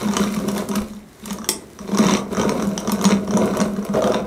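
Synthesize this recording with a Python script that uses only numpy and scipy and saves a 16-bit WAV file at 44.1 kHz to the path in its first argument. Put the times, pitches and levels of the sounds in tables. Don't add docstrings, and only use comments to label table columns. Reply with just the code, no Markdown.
import sys
import numpy as np
from scipy import signal
from scipy.fft import rfft, irfft, next_fast_len
from scipy.io import wavfile
from scipy.ndimage import uniform_filter1d, map_coordinates

SR = 44100
rng = np.random.default_rng(int(sys.argv[2]) if len(sys.argv) > 2 else 0)


def log_audio(samples):
    frames = np.atleast_2d(samples).T
    limited = np.clip(frames, -1, 1)
    pcm = np.round(limited * 32767).astype(np.int16)
    wavfile.write(sys.argv[1], SR, pcm)


N = 188174

# frequency in Hz, relative density in dB per Hz.
SHOP_AIR = [(18, -29), (30, -4), (90, 6), (189, 16.5), (1130, -2), (1460, -4), (2060, -2.5), (2830, -18),
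            (3490, -16), (10800, -44), (16000, -47)]
AIR_DB = -46.5
# time in seconds, beam growl in dB before its trim, gear rattle in dB.
EFFORT = [(0, -24.5, -34), (0.1, -33.5, -44.5), (0.2, -22.5, -30), (0.31, -36, -40.5), (0.42, -27.5, -43.5),
          (0.54, -29.5, -44.5), (0.6, -27.5, -38), (0.67, -35.5, -57), (0.76, -29, -40.5),
          (0.84, -40, -50.5), (1.05, -69, -65), (1.2, -52.5, -58), (1.3, -38, -40), (1.42, -39.5, -62.5),
          (1.75, -51.5, -60.5), (1.9, -33, -47.5), (2.1, -23, -26), (2.18, -28.5, -33.5),
          (2.25, -46.5, -69), (2.38, -24.5, -36), (2.5, -24, -41), (2.7, -31, -45.5), (2.84, -32.5, -51),
          (2.9, -27, -41), (2.97, -32, -47.5), (3.12, -21, -29), (3.18, -42, -52), (3.26, -33.5, -52),
          (3.36, -22, -44), (3.5, -26, -41), (3.63, -23.5, -42), (3.7, -36, -53.5), (3.932, -31.5, -49),
          (3.945, -18, -43), (4.0, -24, -56), (4.08, -17, -45), (4.18, -25, -37.5), (4.27, -32.5, -65)]
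# frequency in Hz, width in Hz, relative strength in dB.
BEAM_MODES = [(136, 29, -5), (211.4, 19.6, 3.5), (260.3, 61, -1), (384, 43.7, 3), (461.5, 17, -2.5),
              (511, 52.5, -4), (629.5, 24, -1), (702, 92, -10.5), (964, 80, -13.5), (1129, 110, -13),
              (1212, 95, -14), (1473, 210, -18.5)]
# frequency in Hz, width in Hz, relative strength in dB.
STEEL_MODES = [(2158, 440, 2.5), (3155, 250, -4), (3560, 270, -0.5), (4100, 396, 0), (6020, 360, -3.5),
               (5800, 415, 5), (6480, 260, -5), (7685, 540, -5), (7900, 270, -34), (10250, 930, -34),
               (10400, 160, -15), (13500, 400, -45)]
# frequency in Hz, relative density in dB per Hz.
FIBRE_COLOUR = [(3000, 3), (6000, 4), (9000, 3), (13000, -1), (15500, -4), (15900, -27)]
# time in seconds, level in dB.
CRACKLE_LEVEL = [(0, -46), (.3, -45.5), (.6, -44), (1, -48.5), (1.5, -44.5), (2.1, -49.5), (2.6, -47.5),
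                 (3.1, -50), (3.5, -49), (3.85, -48.5), (4, -58), (4.27, -67)]
CRACKLE_FOLLOWS = 0.49
HOLLOW_DB, HOLLOW_DB_PER_S = -5.5, 0.74
THROUGH_S, THROUGH_DB = 3.89, 5
# frequency in Hz, relative density in dB per Hz.
SWAY_COLOUR = [(15, -23), (30, -9), (65, 13), (100, 3), (150, -29.5)]
SWAY_DB, SWAY_FOLLOWS, SWAY_SMOOTH_S = -48.5, 0.31, 0.17

# time in seconds, level in dB before a slight trim.
LOUD_TEETH = [(0.0173, -21), (0.0747, -24), (0.085, -20.5), (0.1111, -24), (0.1353, -17), (0.1673, -6.5),
              (0.2369, -14), (0.3623, -24), (0.3892, -24), (0.4863, -16.5), (0.5611, -24.5),
              (0.5794, -20.5), (0.6898, -29), (0.7141, -19.5), (0.7543, -15.5), (0.9343, -34),
              (1.2582, -26), (1.3064, -17), (1.385, -23.5), (1.4167, -33), (1.4435, -20.5), (1.489, -4),
              (1.7888, -24), (1.8766, -34), (1.918, -27), (1.9461, -23), (1.9727, -11.5), (1.9852, -11),
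              (2.0265, -16.5), (2.0463, -19), (2.0667, -11.5), (2.0937, -15), (2.1097, -11),
              (2.1362, -11.5), (2.1545, -19.5), (2.1687, -13.5), (2.316, -34), (2.3483, -21), (2.369, -16),
              (2.396, -16), (2.4137, -13.5), (2.431, -20), (2.4929, -10), (2.5975, -23.5), (2.623, -21.5),
              (2.777, -10.5), (2.8739, -16.5), (2.8948, -13.5), (2.9204, -19), (2.991, -26), (3.0126, -15),
              (3.042, -8.5), (3.052, -4.5), (3.0902, -14.5), (3.1074, -18), (3.276, -24), (3.3081, -17),
              (3.3376, -21), (3.3715, -10.5), (3.4344, -27), (3.5362, -27), (3.5699, -19.5), (3.6021, -12),
              (3.6134, -11.5), (3.7638, -30), (3.8262, -29.5), (3.889, -31), (3.9385, -24), (3.9557, -23),
              (4.021, -19.5), (4.0408, -15), (4.0734, -15.5), (4.1198, -19.5), (4.1434, -13.5)]
KNOCK_DB = -18
KNOCK_PER_TOOTH, KNOCK_PER_GROWL = 0.47, 0.32
# frequency in Hz, width in Hz, relative strength in dB.
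WHEEL_MODES = [(5320, 230, 1), (8540, 190, 4), (8300, 290, -23), (9900, 220, -2), (13400, 180, -6)]
# time in seconds, burst level in dB before colouring.
FIBRE_SNAPS = [(0.167, -29), (0.2019, -30), (0.346, -24.5), (0.483, -24.5), (0.5162, -27), (0.5611, -32),
               (0.5781, -22.5), (0.6887, -23.5), (0.7577, -18.5), (1.257, -21), (1.3296, -21),
               (1.489, -7.5), (1.9852, -22.5), (2.3266, -35), (2.4932, -29), (2.6714, -28), (2.7766, -37),
               (2.801, -29), (2.9193, -14), (3.0245, -26), (3.041, -21), (3.3722, -31), (3.4572, -27),
               (3.5707, -23.5), (3.8497, -27), (4.041, -36)]
EDGE_DB = -28
SNAP_LOW_HZ = 4470
# time in seconds, level in dB before a slight trim.
BIT_CATCHES = [(0.056, -15.5), (0.088, -15), (0.164, -17.5), (0.199, -11), (0.263, -16), (0.306, -18),
               (0.37, -15), (0.471, -16), (0.574, -19.5), (0.697, -17.5), (0.765, -18), (0.942, -30.5),
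               (1.227, -30.5), (1.264, -26), (1.305, -21), (1.398, -28), (1.491, -27.5), (1.798, -29.5),
               (1.842, -27), (1.888, -23), (1.927, -14), (1.992, -7.5), (2.057, -9), (2.119, -10),
               (2.317, -19), (2.373, -12.5), (2.469, -11), (2.583, -17), (2.631, -23), (2.667, -13),
               (2.723, -21), (2.78, -21), (2.873, -16), (2.921, -12), (2.995, -18), (3.051, -6.5),
               (3.118, -10), (3.194, -22.5), (3.29, -14.5), (3.342, -8.5), (3.421, -14), (3.515, -16.5),
               (3.605, -10), (3.727, -20.5), (3.777, -17), (3.893, -14.5), (3.944, -21), (4.042, -15),
               (4.146, -14.5), (4.213, -24)]
BENCH_HZ, BENCH_SCATTER_HZ = 202.9, 4.84
JOLT_S, JOLT_DB, JOLT_HZ, JOLT_T60_S = 0.81, -19, 54, 0.04
CLACK_S, CLACK_RING_DB, CLACK_THUD_DB = 1.4895, -11.5, -16.5
# frequency in Hz, time to fall 60 dB in seconds.
SHOP_DECAY = [(200, 0.76), (1000, 0.42), (4000, 0.22), (9000, 0.24), (15000, 0.053)]
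TOP_HZ = 16800


def amp(db):
    return 10 ** (np.asarray(db) / 20)


def unit(x):
    return x / np.sqrt(np.mean(x ** 2) + 1e-20)


def along(points, hz):
    f, v = np.transpose(points)
    return np.interp(np.log(hz + 1), np.log(f + 1), v)


def curves(rows):
    s, *columns = np.transpose(rows)
    return [np.interp(np.arange(N) / SR, s, column) for column in columns]


def wobble(rate):
    knots = rng.standard_normal(int(N * rate / SR) + 4)
    return map_coordinates(knots, [np.arange(N) * rate / SR])


def filtered(x, response):
    m = next_fast_len(N + SR // 2)
    return irfft(rfft(x, m) * response(np.fft.rfftfreq(m, 1 / SR)), m)[..., :N]


def coloured(x, spectrum):
    return unit(filtered(x, lambda hz: amp(along(spectrum, hz))))


def resonant(x, modes):
    def body(f):
        total = 0
        for k, (centre, width, db) in enumerate(modes):
            mode = 1j * f * width / (centre * centre - f * f + 1j * f * width)
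            total = total + (-1) ** k * amp(db) * mode
        return total
    return unit(filtered(x, body))


def add_at(track, s, sound):
    track[round(s * SR):][:len(sound)] += sound


def quiet_air():
    return amp(AIR_DB) * coloured(rng.standard_normal(N), SHOP_AIR)


def gritty(spread_db, rate):
    return rng.standard_normal(N) * amp(spread_db * wobble(rate))


def ticks(rate, spread_db, life):
    happens = rng.random(N) < rate / SR
    sizes = happens * amp(spread_db * rng.standard_normal(N).clip(-2, 2))
    decay = amp(-60 * np.arange(SR // 20) / SR / life)
    return unit(signal.fftconvolve(sizes, decay)[:N] * rng.standard_normal(N))


def beam_growl(shake, growl_db, gear_db):
    t = np.arange(N) / SR
    through_db = THROUGH_DB / (1 + np.exp((THROUGH_S - t) / 0.023))
    middle = amp(HOLLOW_DB + HOLLOW_DB_PER_S * t + through_db)
    growl = resonant(shake, BEAM_MODES[:5]) + middle * resonant(shake, BEAM_MODES[5:8])
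    growl = growl / np.sqrt(1 + middle ** 2)
    chatter_db = (growl_db + gear_db) / 2 - 3.0
    return amp(growl_db + 1.5) * growl + amp(chatter_db) * resonant(shake, BEAM_MODES[8:])


def gear_rattle(rattle, gear_db):
    force = gritty(spread_db=0.0, rate=520) + 1.57 * rattle
    blunt = filtered(force, lambda hz: 1 / (1 + 1j * hz / 7000) ** 2)
    return amp(gear_db) * resonant(blunt, STEEL_MODES)


def fibre_crackle(gear_db):
    level_db = curves(CRACKLE_LEVEL)[0] + CRACKLE_FOLLOWS * (gear_db - gear_db.mean())
    crackle = gritty(spread_db=0.0, rate=340) + 0.66 * ticks(rate=53, spread_db=2.0, life=0.0048)
    return amp(level_db) * coloured(crackle, FIBRE_COLOUR)


def cutting():
    growl_db, gear_db = curves(EFFORT)
    rattle = ticks(rate=130, spread_db=4.5, life=0.0029)
    shake = gritty(spread_db=3.0, rate=130) + 0.98 * rattle
    judder = amp(1.5 * wobble(45))
    beam = beam_growl(shake, growl_db, gear_db)
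    return judder * (beam + gear_rattle(rattle, gear_db) + fibre_crackle(gear_db))


def bench_sway():
    slow_db = uniform_filter1d(curves(EFFORT)[0], round(SWAY_SMOOTH_S * SR))
    level_db = SWAY_DB + SWAY_FOLLOWS * (slow_db - slow_db.mean())
    return amp(level_db) * coloured(rng.standard_normal(N), SWAY_COLOUR)


def struck(modes, damping, scatter_db, scrape):
    t = np.arange(SR // 4) / SR
    hz, width, db = np.transpose(modes)[:, :, None]
    draw = rng.standard_normal((2, len(modes), 1))
    decay = amp(db + scatter_db * draw[0] - damping * width * t)
    ring = decay * np.sin(2 * np.pi * (hz + 0.25 * width * draw[1]) * t)
    soft = 1 - np.exp(-t * hz / 0.58)
    force = rng.standard_normal(len(t)) * amp(-60 * t / scrape) * (1 - np.exp(-t / 0.0008))
    blow = signal.fftconvolve((ring * soft).sum(0), force)[:len(t)]
    return blow / np.abs(blow).max()


def loud_teeth():
    track = np.zeros(N + SR)
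    growl_db = curves(EFFORT)[0]
    for s, db in LOUD_TEETH:
        steel = struck(STEEL_MODES, damping=30.8, scatter_db=3.5, scrape=0.0084)
        wood = struck(BEAM_MODES[8:], damping=23.3, scatter_db=5.5, scrape=0.0061)
        buzz = struck(WHEEL_MODES[1:3], damping=15, scatter_db=3, scrape=0.21)
        knock_db = KNOCK_DB + KNOCK_PER_TOOTH * (db + 15)
        knock_db += KNOCK_PER_GROWL * (growl_db[round(s * SR)] + 27.5)
        add_at(track, s, amp(db - 0.63) * steel + amp(knock_db) * wood + amp(db - 27) * buzz)
    return track[:N]


def fibre_snaps():
    track, t = np.zeros(N + SR), np.arange(SR // 4) / SR
    edges = [(s, db + EDGE_DB) for s, db in LOUD_TEETH]
    for s, db in list(FIBRE_SNAPS) + edges:
        add_at(track, s, amp(db - 60 * t / 0.019) * rng.standard_normal(len(t)))

    def thin(hz):
        return amp(along(FIBRE_COLOUR, hz)) * (1j * hz / (SNAP_LOW_HZ + 1j * hz)) ** 2
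    return amp(0.65) * filtered(track[:N], thin)


def bench_throbs():
    track, t = np.zeros(N + SR), np.arange(SR // 3) / SR
    fade = amp(-60 * t / 0.087) + 0.1 * amp(-60 * t / 0.3)
    shape = (1 - np.exp(-t / 0.019)) * fade
    shape /= shape.max()
    for s, db in BIT_CATCHES:
        hz = BENCH_HZ + BENCH_SCATTER_HZ * rng.standard_normal()
        add_at(track, s, amp(db - 1.0) * shape * np.sin(2 * np.pi * (hz * t + rng.random())))
    return track[:N]


def bench_jolt():
    track, t = np.zeros(N + SR), np.arange(SR // 3) / SR
    add_at(track, JOLT_S, amp(JOLT_DB - 60 * t / JOLT_T60_S) * np.sin(2 * np.pi * JOLT_HZ * t))
    return track[:N]


def wheel_clack():
    track = np.zeros(N + SR)
    ring = struck(WHEEL_MODES, damping=47, scatter_db=2.5, scrape=0.13)
    thud = struck(BEAM_MODES[2:], damping=54, scatter_db=4.0, scrape=0.0068)
    add_at(track, CLACK_S, amp(CLACK_RING_DB) * ring + amp(CLACK_THUD_DB) * thud)
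    return track[:N]


def shop(x):
    out, hop = np.zeros(N + SR), SR // 8
    for start in range(0, N, hop):
        hz, t, z = signal.stft(rng.standard_normal(SR // 2), SR, nperseg=256)
        decay = amp(-60 * t / along(SHOP_DECAY, hz)[:, None])
        tail = signal.istft(z * decay, SR, nperseg=256)[1]
        wet = signal.fftconvolve(x[start:start + hop], tail / np.linalg.norm(tail))
        out[start + 100:][:len(wet)] += wet
    return out[:N]


def scene():
    air = quiet_air()
    cut = cutting()
    clicks = loud_teeth() + fibre_snaps() + wheel_clack()
    boom = bench_sway() + bench_throbs() + bench_jolt()
    room = shop(amp(-6.5) * clicks + amp(-10.5) * cut + amp(-11.5) * boom)
    return (clicks + cut + boom + room + air)[None]


def record(dry):
    return filtered(dry, lambda hz: amp(along([(15600, 0.0), (16000, -16)], hz)) * (hz < TOP_HZ))


dry = scene()
out = record(dry)
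log_audio(out)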